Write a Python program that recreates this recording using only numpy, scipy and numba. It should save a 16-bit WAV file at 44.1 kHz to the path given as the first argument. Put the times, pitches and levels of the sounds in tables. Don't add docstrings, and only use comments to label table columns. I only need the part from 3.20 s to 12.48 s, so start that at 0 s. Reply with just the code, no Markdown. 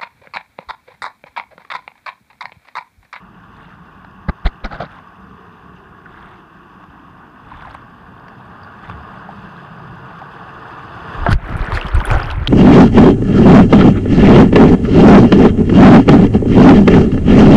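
import sys
import numpy as np
from scipy import signal
from scipy.fft import rfft, irfft
from scipy.io import wavfile
from scipy.ndimage import uniform_filter1d
from numba import njit

SR = 44100
rng = np.random.default_rng(int(sys.argv[2]) if len(sys.argv) > 2 else 0)


def log_audio(samples):
    frames = np.atleast_2d(samples).T
    limited = np.clip(frames, -1, 1)
    pcm = np.round(limited * 32767).astype(np.int16)
    wavfile.write(sys.argv[1], SR, pcm)


N = 409248
T = np.arange(N) / SR


def undb(db):
    return 10 ** (np.asarray(db) / 20)


def unit(x):
    return x / np.sqrt(np.mean(x ** 2))


def noise():
    return rng.standard_normal(N)


def band(x, lo_hz, hi_hz):
    return signal.sosfilt(signal.butter(4, [lo_hz, hi_hz], "band", fs=SR, output="sos"), x)


def colour(x, spectrum, bumps=()):
    size = 8192
    f = np.maximum(np.fft.rfftfreq(size, 1 / SR), 1)
    hz, db = np.transpose(spectrum)
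    db = np.interp(np.log(f), np.log(hz), db)
    db += sum(height * np.exp(-((f - centre) / width) ** 2) for centre, width, height in bumps)
    cepstrum = irfft(np.log(undb(db)))
    cepstrum[1:size // 2] *= 2
    cepstrum[size // 2 + 1:] = 0
    return signal.fftconvolve(x, irfft(np.exp(rfft(cepstrum))))[:N]


def wander(rate_hz):
    hold = int(SR / rate_hz)
    steps = np.repeat(rng.standard_normal(N // hold + 1), hold)
    return unit(uniform_filter1d(steps, hold)[:N])


@njit
def ring(times, hz, t60, size, rise, onset):
    out = np.zeros(N)
    for k in range(len(times)):
        start, length = int(times[k] * SR), int(t60[k] * SR) + 2
        step = 2 * np.pi * hz[k] / SR
        phasor = size[k] + 0j
        turn = np.exp(1j * step - np.log(1000) / length)
        glide = np.exp(1j * step * rise / length)
        held, release = 1., np.exp(-hz[k] / SR / onset)
        for i in range(max(start, 0), min(start + length, N)):
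            out[i] += phasor.imag * (1 - held) ** 2
            phasor *= turn
            turn *= glide
            held *= release
    return out


def bubbles(count, lo_hz, hi_hz, cycles, spread_db):
    when, pitch, life, strength = rng.random((count, 4)).T
    hz = lo_hz * (hi_hz / lo_hz) ** pitch
    size = undb(-spread_db * np.log(.01 + strength)) * hz
    return unit(ring(when * T[-1], hz, cycles * (.5 + life) / hz, size, rise=0.2, onset=cycles / 10))


# f/Hz, level/dB
CHANNEL_SPECTRUM = [(15, -64), (25, -16), (49, 0.5), (118, -1.5), (191, -0.5), (250, -7), (394, -12),
                    (604, -14), (1150, -5.5), (1760, -17.5), (2180, -24), (2700, -24.5), (4500, -39.5),
                    (12100, -67), (15000, -56)]
SCREW_SPECTRUM = [(15, -55), (25, -10.5), (125, 3), (154, -1), (250, -10), (438, -10), (529, -10.5),
                  (691, -9.5), (1210, -6), (1580, -13), (2070, -23.5), (2700, -26.5), (4870, -40.5),
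                  (5570, -50.5), (15000, -61.5)]
# f/Hz, width/Hz, level/dB
HOUSING_RESONANCES = [(177.6, 26, 5), (450, 18.5, 5), (530, 104, -6), (1108, 34, 3.5), (1329, 41, -8.5),
                      (1663, 284, 4.5), (2164, 410, -6.5), (2704, 210, 4), (3450, 97, 4), (3590, 220, 0.5),
                      (4070, 220, -4), (5220, 480, 6.5), (5420, 210, -8.5), (6170, 190, 7)]
# t/s, level/dB
APPROACH_LEVELS = [(0.05, -44.5), (1.73, -41.5), (1.93, -43), (4.19, -43.5), (4.39, -42), (5.01, -41),
                   (5.89, -36.5), (6.56, -37.5), (7.62, -34), (8.0, -28)]


def rush():
    near_db = np.interp(T, *np.transpose(APPROACH_LEVELS)) + 42.5
    inside = np.interp(T, [3.76, 5.1], [0, 1])
    water = noise() + undb(-8) * bubbles(16000, 251.4, 8740, cycles=13, spread_db=2.5)
    in_channel = unit(colour(water, CHANNEL_SPECTRUM, HOUSING_RESONANCES))
    in_screw = unit(colour(water, SCREW_SPECTRUM, HOUSING_RESONANCES))
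    heard = (1 - inside) * in_channel + inside * in_screw
    churn = unit(band(heard, 22, 406)) * undb(-45.5 + 0.61 * near_db + 2 * wander(12))
    roar = unit(band(heard, 264, 2160)) * undb(-43 + near_db + 0.8 * wander(14))
    spray = unit(band(heard, 2330, 13300)) * undb(-60.5 + 1.21 * near_db + 1.1 * wander(45))
    afloat = np.interp(T, [8.1, 8.16], [1, 0])
    return (churn + roar + spray) * afloat


# t/s, half-length/s, shower level/dB, rumble level/dB
BLADE_DIPS = [(0.445, 0.08, -46, -48), (1.75, 0.042, -42.5, -56), (3.035, 0.11, -44, -51),
              (4.427, 0.12, -41, -41.5), (5.68, 0.048, -39.5, -42)]
# f/Hz, level/dB
PATTER_SPECTRUM = [(290, -47), (500, -6.5), (911, -2), (1550, -2.5), (2380, -18.5), (3620, -22),
                   (5660, -38), (14000, -52)]


def showers():
    fall, plunge = np.zeros((2, N))
    for s, half_s, shower_db, rumble_db in BLADE_DIPS:
        swell = np.exp(-((T - s) / half_s) ** 4 / 4)
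        fall += undb(shower_db) * swell
        plunge += undb(rumble_db) * swell
    droplets = bubbles(9000, 610, 9900, cycles=10.7, spread_db=2.5) + undb(-2) * noise()
    patter = unit(colour(droplets, PATTER_SPECTRUM, [(2640, 1700, 6.1), (3500, 160, 4.7), (9150, 980, 7.6)]))
    rumble = unit(band(noise(), 27, 141))
    return fall * patter + plunge * rumble


def plops(table, spectrum, bumps, cycles, splat_s, rise, onset, brood_db):
    s, splat_db, bubble_db, hz = np.array(table, float).T
    age = np.arange(SR // 10) / SR
    blows = np.zeros(N)
    blows[np.minimum((s * SR).astype(int), N - 1)] = undb(splat_db)
    fade = signal.fftconvolve(blows, np.exp(-age / splat_s))[:N]
    white = noise()
    steady, splat = (band(colour(x, spectrum, bumps), 560, 18000) for x in (white, white * fade))
    t60 = cycles / hz * np.sqrt(hz / 2000)
    out = splat / np.std(steady) + ring(s, hz, t60, undb(bubble_db + 5.5), rise, onset)
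    for wait, detune in rng.random((len(s), 2, 2)).transpose(1, 2, 0):
        brood_hz = hz * 2 ** (0.59 * (detune - .5))
        out += ring(s + 0.017 * wait, brood_hz, t60, undb(bubble_db + brood_db), rise, onset)
    return out


# t/s, splat level/dB, relative bubble level/dB, bubble f/Hz
BLADE_DROPS = [(.4305, -35.5, -45, 2750), (.847, -30.5, -60, 4000), (1.872, -53, -32, 1110),
               (2.565, -50, -45, 2730), (2.858, -44, -31.5, 1475), (3.639, -36, -43.5, 1110),
               (4.316, -38, -27.5, 1000), (4.4215, -28, -48, 2880), (4.451, -34, -28, 1004),
               (4.471, -31, -29.5, 780), (4.509, -29, -48, 4200), (4.543, -35, -53, 9130),
               (4.548, -24.5, -41, 1140), (5.082, -28.5, -52, 4550), (5.434, -48, -46, 4710),
               (5.697, -21, -39, 2650), (6.089, -35, -25.5, 764), (7.017, -29, -28.5, 775)]


def drops():
    return plops(BLADE_DROPS, CHANNEL_SPECTRUM, [(4500, 6300, 3.2)],
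                 cycles=53, splat_s=0.0031, rise=0.066, onset=0.59, brood_db=-2.5)


# t/s, push level/dB, push half-width/s, wash level/dB, wash half-length/s, spray level/dB
WAVE_HITS = [(1.092, -5.5, 0.0027, -19.5, 0.0051, -37.5), (1.0965, -6.5, 0.0025, -23.5, 0.003, -36),
             (1.266, -4, 0.00647, -19.5, 0.009, -28.5), (1.455, -16, 0.0074, -21.5, 0.0094, -32),
             (1.544, -28, 0.0067, -25.5, 0.021, -40.5), (1.605, -36, .003, -28, 0.0022, -34.5),
             (1.627, -32, 0.0038, -24, 0.019, -39.5), (8.024, -15, 0.0071, -39, 0.018, -60),
             (8.092, -4, 0.0019, -18, 0.0096, -40), (8.124, -5, 0.0054, -24, 0.012, -24.5),
             (8.131, -4, 0.0033, -14, 0.002, -28), (8.56, -30, 0.0044, -30, 0.015, -28),
             (8.776, -7, 0.0055, -40, 0.0093, -47), (8.949, -9.5, 0.0084, -22, 0.014, -45)]
# f/Hz, level/dB
WASH_SPECTRUM = [(71, -42), (120, 0), (214, -2), (295, -12), (458, -17.5), (648, -13.5), (860, -13.5),
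                 (965, -19), (1480, -10.5), (1880, -30), (2600, -56), (3380, -53), (5720, -120)]
SPRAY_SPECTRUM = [(1180, -16.5), (2000, 5.5), (2580, -3.5), (4810, -8), (5360, -19), (7770, -32.5),
                  (8970, -35), (9840, -36.5), (15000, -60)]


def slaps():
    push, wash, spray = np.zeros((3, N))
    skew = 0.25
    for s, push_db, push_s, wash_db, wash_s, spray_db in WAVE_HITS:
        stretch = np.maximum(1 + skew * (T - s) / push_s, 1e-3)
        push_time = np.log(stretch) / skew
        push += undb(push_db) * (1 - push_time ** 2) * np.exp(-push_time ** 2 / 2) / stretch
        ahead = (T - s) / wash_s + 0.42
        wash_time = np.log(np.maximum(1 + skew * ahead, 1e-3)) / skew
        wetting = np.exp(-wash_time ** 2 / 2)
        wash += undb(wash_db) * wetting
        spray += undb(spray_db) * wetting
    froth = noise() + undb(3) * bubbles(24000, 394, 13300, cycles=15.4, spread_db=4.5)
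    wash *= unit(colour(froth, WASH_SPECTRUM))
    dull = unit(colour(froth, SPRAY_SPECTRUM, [(3730, 910, 3), (10000, 3800, -0.5)]))
    bright = unit(colour(froth, SPRAY_SPECTRUM, [(13000, 7300, 16.6)]))
    spray *= np.where(T < BLADE_BLOWS[0][0], dull, bright)
    return push + shell_flex() + wash + spray


def shell_flex(hz=344., t60_s=.035):
    s, push_db = np.array(WAVE_HITS, float).T[:2]
    size = undb(np.minimum(push_db, -6) - 7.5)
    return ring(s, np.full(len(s), hz), np.full(len(s), t60_s), size, rise=0., onset=0.57)


# t/s, relative level/dB, f/Hz
AIR_POCKETS = [(1.604, -15.5, 680), (1.621, -18, 598), (5.409, -34.5, 96.4), (5.681, -29.5, 97),
               (5.74, -30, 72)]


def gulps():
    s, db, hz = np.array(AIR_POCKETS, float).T
    return ring(s, hz, 24 / hz, undb(db + 5), rise=0.028, onset=0.55)


def cavity(start_s=2.1, start_hz=434.4, sink_oct_per_s=.32):
    hz = start_hz * 2 ** (-sink_oct_per_s * (T - start_s))
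    phase = 2 * np.pi * np.cumsum(hz) / SR
    hollow = unit(wander(105) * np.cos(phase) + wander(105) * np.sin(phase))
    boom_db = 13 * np.exp(-((T - 6.41) / 0.84) ** 2)
    present = np.interp(T, [start_s - .2, start_s, 8.0, 8.1], [0, 1, 1, 0])
    return hollow * undb(-52 + boom_db) * present


# t/s, relative flow level/dB, relative buffeting level/dB
WHITE_WATER = [(8.16, -40.5, -13.5), (8.186, -40.5, -33), (8.272, -30, -22.5), (8.558, -25, -17.5),
               (8.728, -29.5, -22), (8.772, -24.5, -13), (8.834, -27.5, -22.5), (8.918, -19, -10.5),
               (9.056, -27, -29), (9.168, -32.5, -17.5), (9.26, -31.5, -23)]
# f/Hz, level/dB
FOAM_SPECTRUM = [(12, 4), (20, 4), (103, -2.5), (202, -12.5), (362, -16.5), (416, -21), (746, -17.5),
                 (1500, -17), (2090, -25.5), (3260, -31.5), (3750, -37.5), (5090, -45), (6910, -55.5),
                 (9930, -55.5), (15500, -86)]


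def torrent():
    s, *levels = np.transpose(WHITE_WATER)
    flow_db, buffet_db = (np.interp(T, s, db) for db in levels)
    fizz_db = -45 + 1.25 * (flow_db + 25.5)
    swamped = undb(np.interp(T, [7.9, 8.01, 8.1, 8.16], [-32, -8.5, 0, 1.5])) * (T > 7.9)
    surge = wander(40)
    large = bubbles(9000, 299, 3550, cycles=13, spread_db=3.5)
    small = bubbles(3500, 2670, 13500, cycles=33, spread_db=6)
    crackle = bubbles(1200, 2500, 12500, cycles=6, spread_db=3.5)
    eddies = noise() + undb(6) * bubbles(800, 28.6, 223, cycles=4.3, spread_db=1)
    buffet = unit(band(colour(eddies, FOAM_SPECTRUM), 20, 354)) * undb(buffet_db - 1 + 0.35 * surge)
    coarse = colour(undb(6) * noise() + large, FOAM_SPECTRUM)
    gurgle = unit(band(coarse, 232, 2800)) * undb(flow_db - 1 + 0.4 * surge)
    fine = colour(noise() + small + undb(-2.5) * crackle, FOAM_SPECTRUM, [(9800, 470, 1), (13400, 1700, 16)])
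    fizz = unit(band(fine, 2920, 15000)) * undb(fizz_db + 1.4 * surge)
    return swamped * (buffet + gurgle + fizz)


# t/s, level/dB
BLADE_BLOWS = [(8.0646, -3), (8.07, -27)]
# f/Hz, level/dB, t60/s
SHELL_MODES = [(374.5, -15, 0.18), (630, -8.5, 0.038), (693, -6.5, 0.097), (880, 3.5, 0.017),
               (1220, -26, .028), (1346, -4, 0.041), (1590, -5.5, 0.041), (2930, -24, 0.032),
               (4360, -31, 0.013)]


def knock():
    hz, db, t60 = np.array(SHELL_MODES, float).T
    return sum(ring(np.full(len(hz), s), hz, t60, undb(db + blow_db), rise=0., onset=0.22)
               for s, blow_db in BLADE_BLOWS)


# t/s, splat level/dB, relative bubble level/dB, bubble f/Hz
SHELL_BURSTS = [(8.368, -29, -36, 9300), (8.453, -31, -45, 7900), (8.521, -18, -17, 1160),
                (8.573, -18, -13, 1740), (8.613, -24, -17.5, 2760), (8.667, -33, -25.5, 3150),
                (8.685, -22, -36.5, 5060), (8.749, -19, -32, 8200), (8.803, -19, -23.5, 2900),
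                (8.854, -36, -22, 9830), (8.912, -9.5, -31.5, 5900), (9.103, -29, -20.5, 2940),
                (9.112, -17, -28, 3940), (9.274, -16.5, -6, 3160)]


def pops():
    return plops(SHELL_BURSTS, FOAM_SPECTRUM, [(10600, 11400, 14)],
                 cycles=23, splat_s=0.002, rise=0.028, onset=0.29, brood_db=-3)


def scene():
    channel = rush() + showers() + drops() + gulps() + cavity()
    housing = slaps() + torrent() + knock() + pops()
    hiss = undb(-73.5) * noise()
    return (channel + housing + hiss)[None]


def record(dry):
    low_pass = signal.ellip(8, .2, 70, 15300, fs=SR, output="sos")
    return signal.sosfilt(low_pass, np.clip(dry, -1, 1))


dry = scene()
out = record(dry)
log_audio(out)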